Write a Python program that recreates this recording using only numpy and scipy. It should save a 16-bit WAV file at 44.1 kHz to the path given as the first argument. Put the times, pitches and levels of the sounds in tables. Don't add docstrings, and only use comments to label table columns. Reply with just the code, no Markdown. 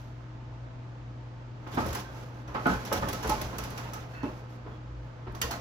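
import sys
import numpy as np
from scipy import signal
from scipy.fft import rfft, irfft
from scipy.io import wavfile
from scipy.ndimage import uniform_filter1d

SR = 44100
rng = np.random.default_rng(int(sys.argv[2]) if len(sys.argv) > 2 else 0)


def store_wav(level_fs):
    pcm = np.round(np.clip(np.atleast_2d(level_fs), -1, 1) * 32767)
    wavfile.write(sys.argv[1], SR, pcm.T.astype(np.int16))


def invert_db(x):
    u = np.asarray(x, float) / 20
    return 10 ** u


N = 247180
HZ = np.fft.rfftfreq(N, 1 / SR)
TIME = np.arange(N) / SR
RISE_S = .0004

# (frequency [Hz], level [dB], t60 [s])
PANELS = [(152, -11.5, 0.32), (213, -1, 0.07), (248.5, -8, 0.084), (308, -4, 0.072), (400, -10, 0.15),
          (450, -12, 0.44), (528.4, -2.5, 0.05), (610, -1, 0.053), (705, -3, 0.6), (774, -26, 0.13),
          (857, 5.5, 0.13), (1043, 1, 0.18), (1187, -9.5, 0.27), (1288, 1.5, 0.14), (1490, -19, .2),
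          (1520, -14.5, 0.1), (1780, -24, 0.11), (1880, -17, 0.11)]
# (frequency [Hz], correlation [-1..1])
SAME = [(30, .996), (60, .95), (120, .95), (340, .72), (860, .42), (1400, .25), (2000, .15), (7000, .1)]


def evened(x):
    return x / np.sqrt(np.mean(x ** 2) + 1e-20)


def read(points, hz):
    f, value = np.transpose(points)
    return np.interp(np.log(hz + 1), np.log(f + 1), value)


def add(mix, s, sound):
    part = mix[..., round(s * SR):][..., :sound.shape[-1]]
    part += sound[..., :part.shape[-1]]


def paired(gain):
    left, other = rfft(rng.standard_normal((2, N)))
    same = np.clip(read(SAME, HZ), -1, 1)
    right = same * left + np.sqrt(1 - same ** 2) * other
    return evened(irfft(gain * np.array([left, right]), N))


def peak(hz, width):
    return 1 / np.sqrt(1 + (2 * (HZ - hz) / width) ** 2)


def rings(modes, t, scatter_db):
    hz, db, t60 = np.transpose(modes)[:, :, None]
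    luck, phase, turn = rng.standard_normal((3, len(modes), 1))
    skew = np.arccos(np.clip(read(SAME, hz), -1, 1)) * .6 * np.sign(turn)
    size = invert_db(db + scatter_db * luck - 60 * t / t60)
    pair = [(size * np.sin(2 * np.pi * hz * t + phase + side * skew)).sum(0) for side in (0, 1)]
    return np.array(pair) / np.sqrt((size[:, 0] ** 2).sum())


def struck(t, rise, hold, t60):
    decay = invert_db(-60 * np.maximum(t - hold, 0) / np.clip(t60, .03, 2))
    return (1 - np.exp(-t / rise)) * decay


def clusters(blows):
    out, t = np.zeros((2, N)), np.arange(16000) / SR
    for s, hz, db, t60, hold in blows:
        cluster = [(hz, 0, 9), (hz * 1.03 + 8, -9, 9), (hz * .955 - 8, -10, 9), (hz * 1.075 + 15, -12, 9)]
        unrest = evened(uniform_filter1d(rng.standard_normal(len(t)), size=300))
        chatter = invert_db(2 * unrest * np.minimum(t / .02, 1))
        ring = rings(cluster, t, scatter_db=1.5) * chatter
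        add(out, s, invert_db(db) * ring * struck(t, 2 * RISE_S, hold, t60))
    return out


def room_tone():
    # (frequency [Hz], level [dB per Hz])
    air = [(12, -38), (20, -14.5), (70, -8.5), (123, -5.5), (146, -8), (177, -15), (310, -14), (450, -24.5),
           (897, -28), (1330, -28), (3000, -34.5), (6500, -43), (8200, -52.5), (16000, -91)]
    # (frequency [Hz], level [dB], width [Hz; first: wobble dB])
    hum = [(120.06, -44, .6), (57.2, -51.5, 5.7), (243.3, -66, 1.3), (309, -62, 4.4), (506.2, -64, 3.8),
           (652, -68, 5.3), (901, -65.5, 16)]
    fan = sum(invert_db(db) * paired(peak(hz, width) ** 2) for hz, db, width in hum[1:])
    hz, db, wobble_db = hum[0]
    drift = evened(uniform_filter1d(rng.standard_normal(N), size=9000))
    side_db = np.array([[.7], [-.7]])
    mains = invert_db(db + wobble_db * drift + side_db) * np.sqrt(2) * np.sin(2 * np.pi * hz * TIME)
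    return invert_db(-50.5) * paired(invert_db(read(air, HZ))) + fan + mains


def slide(grit, wash, chatter, boom):
    # (time [s], level over rest [dB])
    shove = [(1.55, 0.1), (1.68, 5), (1.85, 16), (1.92, 15), (2.02, 7), (2.2, 6.5), (2.46, 3), (2.71, 15),
             (2.82, 12), (3.04, 15), (3.17, 12), (3.28, 18), (3.5, 12), (3.85, 11.5), (4.07, 5.5),
             (4.8, 0.8), (5.25, 2), (5.6, 9.5)]
    # (start [s], length [s], grit level [dB], panel chatter level [dB])
    skids = [(1.70, .09, -51, -56), (1.77, .07, -46, -50), (1.87, .06, -50, -55), (1.95, .09, -50, -50),
             (2.07, .25, -57.5, -53), (2.335, .12, -66, -56), (2.66, .13, -45.5, -36), (2.76, .1, -54, -48),
             (2.84, .07, -47, -60), (2.935, .07, -44, -37), (3.06, .07, -55, -36), (3.31, .08, -55, -42),
             (4.06, .18, -61, -60), (4.23, .12, -61, -45), (4.3, .14, -62, -54), (4.42, .05, -70, -52),
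             (4.46, .14, -64, -60), (4.65, .15, -71, -54), (5.0, .1, -75, -66), (5.47, .13, -65, -47)]
    push = np.interp(TIME, *np.transpose(shove))
    slips = uniform_filter1d(rng.standard_normal(N), size=250)
    slips = evened(uniform_filter1d(slips, size=250))
    scrape = invert_db(-83 + 3.3 * push - .065 * push ** 2)
    scrape = scrape + invert_db(-61 - 60 * TIME / .5)
    skid = np.zeros((2, N))
    for s, length, grit_db, chatter_db in skids:
        shape = signal.windows.tukey(round(length * SR), .8)
        add(skid, s, invert_db(np.array([[grit_db], [chatter_db]])) * shape)
    skid = skid * invert_db(1.2 * slips)
    grit_gain = np.hypot(scrape * invert_db(1.08 * slips), skid[0])
    drone = invert_db(-54 + push + 0.81 * slips) * wash
    rumble = invert_db(-68 + .6 * push) * boom
    return grit_gain * grit + skid[1] * chatter + drone + rumble


def bumps(low, high):
    # (time [s], peak level [dB], struck spot [Hz], upper panels relative to it [dB])
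    blows = [(1.668, -35, 356, -3.5), (1.74, -30, 238, -14), (1.775, -16, 258, -9.5),
             (1.858, -24, 428, -19), (1.929, -37, 546, -7), (1.954, -35, 1070, 1.5), (2.481, -36, 240, -3),
             (2.549, -22.5, 546, -4.5), (2.659, -17, 252, -6), (2.719, -27.5, 198, -10),
             (2.917, -17.5, 533, -8.5), (3.025, -21, 232, -9.5), (3.129, -26.5, 1290, -14.5),
             (3.246, -23.5, 435, -8.5), (3.294, -21.5, 250, -19), (3.415, -30, 610, -9),
             (3.532, -30, 250, -9), (3.585, -30, 439, -12), (3.779, -37, 780, -5.5),
             (3.934, -32, 1297, -12), (4.235, -23.5, 225, -12), (4.665, -33, 323, -12),
             (5.27, -35.5, 369, -5), (5.349, -37, 315, -9), (5.417, -33.5, 1310, -6),
             (5.444, -32.5, 1076, -21), (5.509, -33, 844, -0.5)]
    out, t = np.zeros((2, N)), np.arange(20000) / SR
    modes = np.array(PANELS)
    upper = modes[:, 0] > 640
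    for s, db, hz, bright_db in blows:
        cut = slice(round(s * SR), round(s * SR) + len(t))
        u = t[:low[:, cut].shape[1]]
        t60 = .27 - .004 * (db + 25)
        low_ring = rings(modes[~upper], u, scatter_db=3)
        high_ring = rings(modes[upper], u, scatter_db=3)
        spot = rings([(hz, 0, .16), (hz * 1.2, -5, .12)], u, scatter_db=2)
        late = 1 - np.exp(-(u / .004) ** 2)
        ring = late * invert_db(-8.5) * (low_ring + spot) + invert_db(bright_db - 8) * high_ring
        dense = late * invert_db(-12.5) * low[:, cut] + invert_db(bright_db - 5) * high[:, cut]
        blow = ring * struck(u, .00086, .0048, 3 * t60) + dense * struck(u, .001, .0046, t60)
        add(out, s - .003, invert_db(db) * blow)
    return out


def clangs():
    # (time [s], frequency [Hz], level [dB], contact length [s])
    panel_blows = [(1.7705, 875, -26, .01), (1.7705, 1300, -33, .01), (1.798, 1282, -36, .028),
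                   (1.772, 1840, -39, .014), (1.778, 235, -26, .02), (2.05, 1560, -48, .015),
                   (2.55, 1280, -32.5, .03), (2.55, 812, -34.5, .006), (2.55, 1100, -35, .01),
                   (2.556, 570, -37, .01), (2.6575, 710, -26, .018), (2.6575, 849, -28, .013),
                   (2.6575, 1450, -25, .012), (2.6575, 1163, -31, .012), (2.658, 1288, -28, .03),
                   (2.659, 1520, -30.5, .025), (2.668, 166.5, -31.5, .045), (2.916, 1277, -34, .02),
                   (3.023, 1198, -31.5, .011), (3.03, 563, -37, .02), (3.031, 1780, -42.5, .014),
                   (3.132, 1288, -46, .033), (3.233, 1001, -38.5, .018), (3.299, 860, -26.5, .034),
                   (3.297, 1288, -34, .025), (3.305, 1040, -37, .025), (3.245, 430, -32, .015),
                   (3.378, 1060, -41, .02), (3.342, 2350, -48, .015), (3.85, 930, -45, .025),
                   (3.94, 860, -48, .03), (2.70, 1520, -36, .025), (2.72, 1480, -39, .03),
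                   (2.662, 255, -22.5, .03), (4.234, 930, -41, .006), (4.66, 1000, -50, .008),
                   (2.918, 560, -32, .015), (2.918, 860, -32, .015), (3.415, 860, -41, .01),
                   (3.586, 1310, -42, .007), (3.778, 1414, -45, .031), (3.936, 1285, -44, .048),
                   (4.245, 600, -43, .03), (4.233, 290, -27.5, .018), (4.25, 370, -39, .02),
                   (4.662, 418, -41, .008), (5.272, 900, -46, .006), (5.349, 1100, -46, .005),
                   (2.481, 1000, -45, .005), (1.667, 950, -47, .01)]
    return clusters([(s, hz, db, .12, hold) for s, hz, db, hold in panel_blows])


def ticks(grit, snap):
    # (time [s], peak level [dB], ring [Hz], snap relative to it [dB])
    hits = [(1.672, -46.5, 3400, -23), (1.714, -58, 3540, -17), (1.744, -44, 5700, -5),
            (1.862, -38.5, 5170, -6), (1.882, -44, 3100, -6), (1.929, -33, 6700, -9),
            (1.948, -29.5, 6300, -6.5), (1.996, -43, 4040, -14), (2.285, -54, 3100, -20),
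            (2.3396, -54, 3110, -25), (2.4763, -46, 5900, -31), (2.543, -43, 3260, -25),
            (2.666, -36.5, 3340, -9), (2.85, -34, 5400, -12), (2.9264, -22.5, 5470, -9.5),
            (3.0858, -28.5, 3320, -10), (3.129, -29, 4720, -10), (3.228, -30.5, 2870, -17),
            (3.274, -33.5, 2990, -11.5), (3.2938, -24, 5870, -10), (3.4137, -29, 3610, -11),
            (3.5828, -29.5, 6600, -10), (3.6361, -35, 5060, -9), (3.701, -41, 6130, -8),
            (3.7756, -32, 2770, -16), (3.934, -33, 5890, -10), (4.0, -47, 3320, -21),
            (4.23, -44, 4300, -26), (5.3486, -39, 4660, -21), (5.415, -22, 2900, -12),
            (5.5093, -28.5, 4750, -10)]
    # (frequency [Hz], level [dB], t60 [s])
    racks = [(3100, -6, 0.055), (3500, -7, 0.066), (5650, -4, 0.11), (5880, -7.5, 0.086),
             (6240, -4.5, 0.17), (6550, -11, 0.075)]
    out, t = np.zeros((2, N)), np.arange(14000) / SR
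    for s, db, hz, snap_db in hits:
        cut = slice(round(s * SR), round(s * SR) + len(t))
        u = t[:grit[:, cut].shape[1]]
        crack = invert_db(-13.5) * grit[:, cut] + invert_db(snap_db - 2) * snap[:, cut]
        crack = crack * struck(u, RISE_S, .0055, .04)
        tail = grit[:, cut] * struck(u, .009, .025, .24)
        wires = rings([*racks, (hz, 3, .06)], u, scatter_db=0)
        add(out, s, invert_db(db) * (crack + invert_db(-17) * tail + invert_db(-11.5) * wires))
    return out


def scuffs():
    # (start [s], length [s], level [dB], resonance [Hz], width [Hz])
    rubs = [
        (4.12, .13, -53, 1650, 800),
        (4.125, .18, -62, 2640, 250),
        (1.715, .06, -55, 3300, 1200),
        (4.0, .04, -66, 3600, 300),
        (3.77, .16, -55, 2300, 1400),
        (3.95, .12, -58, 2300, 1400),
    ]
    out = np.zeros((2, N))
    slips = evened(uniform_filter1d(rng.standard_normal(SR), size=300))
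    for s, length, db, hz, width in rubs:
        shape = signal.windows.tukey(round(length * SR), .5)
        whistle = paired(peak(hz, width) ** 2)[:, :len(shape)]
        add(out, s, invert_db(db) * whistle * shape * invert_db(2.5 * slips[:len(shape)]))
    return out


def thuds(boom):
    # (time [s], level [dB])
    landings = [(1.74, -42.5), (1.775, -43), (1.83, -34), (2.658, -34.5), (2.69, -36), (2.917, -32.5),
                (3.025, -42), (3.246, -37), (3.35, -40), (3.296, -42), (3.414, -41), (3.586, -42.5),
                (3.934, -44), (4.665, -50), (5.268, -39), (5.43, -45)]
    return boom * sum(invert_db(db) * struck(np.maximum(TIME - s, 0), .048, .054, .34) for s, db in landings)


def squeaks():
    # (start [s], length [s], level [dB], pitch [Hz])
    tones = [
        (4.13, .17, -58, 2630),
        (4.13, .12, -71, 4300),
        (4.13, .09, -56, 1500),
        (4.15, .06, -57, 1850),
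        (4.705, .07, -68, 3350),
        (2.03, .09, -68, 3350),
    ]
    out = np.zeros((2, N))
    for s, length, db, hz in tones:
        waver, flicker = [evened(v) for v in uniform_filter1d(rng.standard_normal((2, 9000)), size=250)]
        shape = signal.windows.tukey(round(length * SR), .3)
        turns = np.cumsum(hz * (1 + .014 * waver)) / SR
        tone = np.sqrt(2) * invert_db(db + 3 * flicker) * np.sin(2 * np.pi * turns + [[0], [1.2]])
        add(out, s, tone[:, :len(shape)] * shape)
    return out


def cracks(grit, snap):
    # (time [s], level [dB], top treble level [dB], contact length [s])
    contacts = [
        (5.4148, -29, -32, .003),
        (5.32, -72, -65, .004),
        (5.3495, -54, -60, .002),
        (3.4155, -44, -48, .002),
        (2.9255, -40, -38, .002),
        (3.0858, -48, -42, .002),
        (3.129, -48, -42, .002),
        (3.274, -50, -43, .002),
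        (3.5828, -46, -41, .002),
    ]
    out = np.zeros((2, N))
    for s, db, top_db, hold in contacts:
        shape = struck(np.maximum(TIME - s, 0), RISE_S, hold, .03)
        out += (invert_db(db) * grit + invert_db(top_db) * snap) * shape
    return out


def slam():
    # (time [s], frequency [Hz], level [dB])
    parts = [(5.269, 365, -41), (5.415, 1322, -37), (5.415, 1950, -36), (5.422, 1846, -40),
             (5.415, 3080, -33), (5.416, 2800, -36), (5.415, 4600, -43), (5.415, 6480, -36),
             (5.42, 1389, -37), (5.425, 3450, -43), (5.51, 4200, -46), (5.54, 700, -41), (5.52, 1500, -41),
             (5.44, 61.7, -32.5), (5.44, 477, -39.5), (5.435, 1006, -40), (5.49, 687, -40),
             (5.515, 857, -39), (5.522, 1313, -43.5)]
    return clusters([(s, hz, db, .085 * (1000 / hz) ** .4, .007 - .0012 * (db + 30)) for s, hz, db in parts])


def kitchen(x):
    # (frequency [Hz], t60 [s])
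    decay_times = [(100, 0.17), (1000, 0.35), (4000, 0.47), (12000, 0.29)]
    taps = np.zeros((2, SR))
    at = np.arange(300, SR - 20, 20) + rng.integers(0, 20, (2, (SR - 301) // 20))
    np.put_along_axis(taps, at, rng.choice([-1., 1.], at.shape), 1)
    hz, t, z = signal.stft(taps, SR, nperseg=256)
    same = np.clip(read(SAME, hz), -1, 1)[:, None]
    z[1] = same * z[0] + np.sqrt(1 - same ** 2) * z[1]
    fade = invert_db(-60 * t / read(decay_times, hz)[:, None])
    tail = signal.istft(z * fade, SR, nperseg=256)[1]
    return signal.fftconvolve(x.mean(0)[None], tail / np.linalg.norm(tail[0]), axes=1)[:, :N]


def scene():
    # (frequency [Hz], level [dB per Hz])
    body = [(60, -37), (100, 3), (260, -1), (400, -1.5), (860, -3), (1500, -5), (1650, -6), (1900, -10),
            (2600, -13.5), (5000, -27), (9000, -64)]
    # (frequency [Hz], level [dB per Hz])
    grit_color = [(900, -8.5), (1500, -0.5), (2200, -2), (4200, -6.5), (6500, -8.5), (7200, -11.5),
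                  (9000, -19), (11000, -15), (13000, -13.5), (15300, -16.5), (16100, -30), (16900, -59)]
    # (frequency [Hz], left minus right [dB])
    lean_db = [(60, .8), (340, -.7), (860, -2.3), (1400, -3), (2900, -2.3), (4000, -5), (5500, -10.5),
               (6500, -9), (7100, -4), (8600, 0)]
    panel = invert_db(read(body, HZ)) * (1 + sum(1.04 * invert_db(db) * peak(hz, 22) for hz, db, _ in PANELS))
    upper = 1 / (1 + (640 / (HZ + 1)) ** 6)
    low, high, wash = paired(panel * (1 - upper)), paired(panel * upper), paired(panel)
    rough = invert_db(read(grit_color, HZ))
    grit, snap = paired(rough), paired(rough * (HZ > 7500))
    boom = paired(peak(70.3, 40) ** 2)
    hits = bumps(low, high) + clangs() + ticks(grit[:, ::-1], snap) + scuffs()
    hits = hits + thuds(boom[:, ::-1]) + squeaks() + cracks(grit, snap[:, ::-1]) + slam()
    stove = hits + invert_db(-8) * kitchen(hits) + slide(grit, wash, wash[:, ::-1], boom)
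    lean = invert_db(np.array([[.5], [-.5]]) * read(lean_db, HZ))
    lag = np.exp(-2j * np.pi * HZ * [[9 / SR], [0]])
    return irfft(rfft(stove) * lean * lag, N) + room_tone()


def band_limit(x):
    return signal.sosfilt(signal.butter(12, 16750, fs=SR, output="sos"), x)


def record(dry):
    treble_hz, in_step_hz, comb_hz, edge_hz = 8000, 11200, 4450, 16000
    hz, t, z = signal.stft(dry, SR, nperseg=1024, noverlap=768)
    top = hz > treble_hz
    turn = -np.pi * (hz[:, None] - in_step_hz) / comb_hz
    treble_db = 10 * np.log10((abs(z[0, top]) ** 2).sum(0) + 1e-14)
    attack = treble_db - np.roll(treble_db, 2) > 9
    calm = uniform_filter1d(1. * attack, size=2) == 0
    cut = rng.uniform([.2, .45], [.65, .85], (len(t) // 6 + 1, 2))
    cut = np.repeat(cut, 6, axis=0)[:len(t)].T
    total = np.cos(turn) * ~((abs(np.cos(turn)) < cut[0]) & calm)
    apart = .85 * np.sin(turn) * ~((abs(np.sin(turn)) < cut[1]) & calm)
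    inside = ~((hz[:, None] > edge_hz) & calm)
    treble = z[0] * inside * np.array([total - 1j * apart, total + 1j * apart])
    z[:, top] = treble[:, top]
    mix = signal.istft(z, SR, nperseg=1024, noverlap=768)[1][:, :N]
    return band_limit(mix)


dry = scene()
out = record(dry)
store_wav(out)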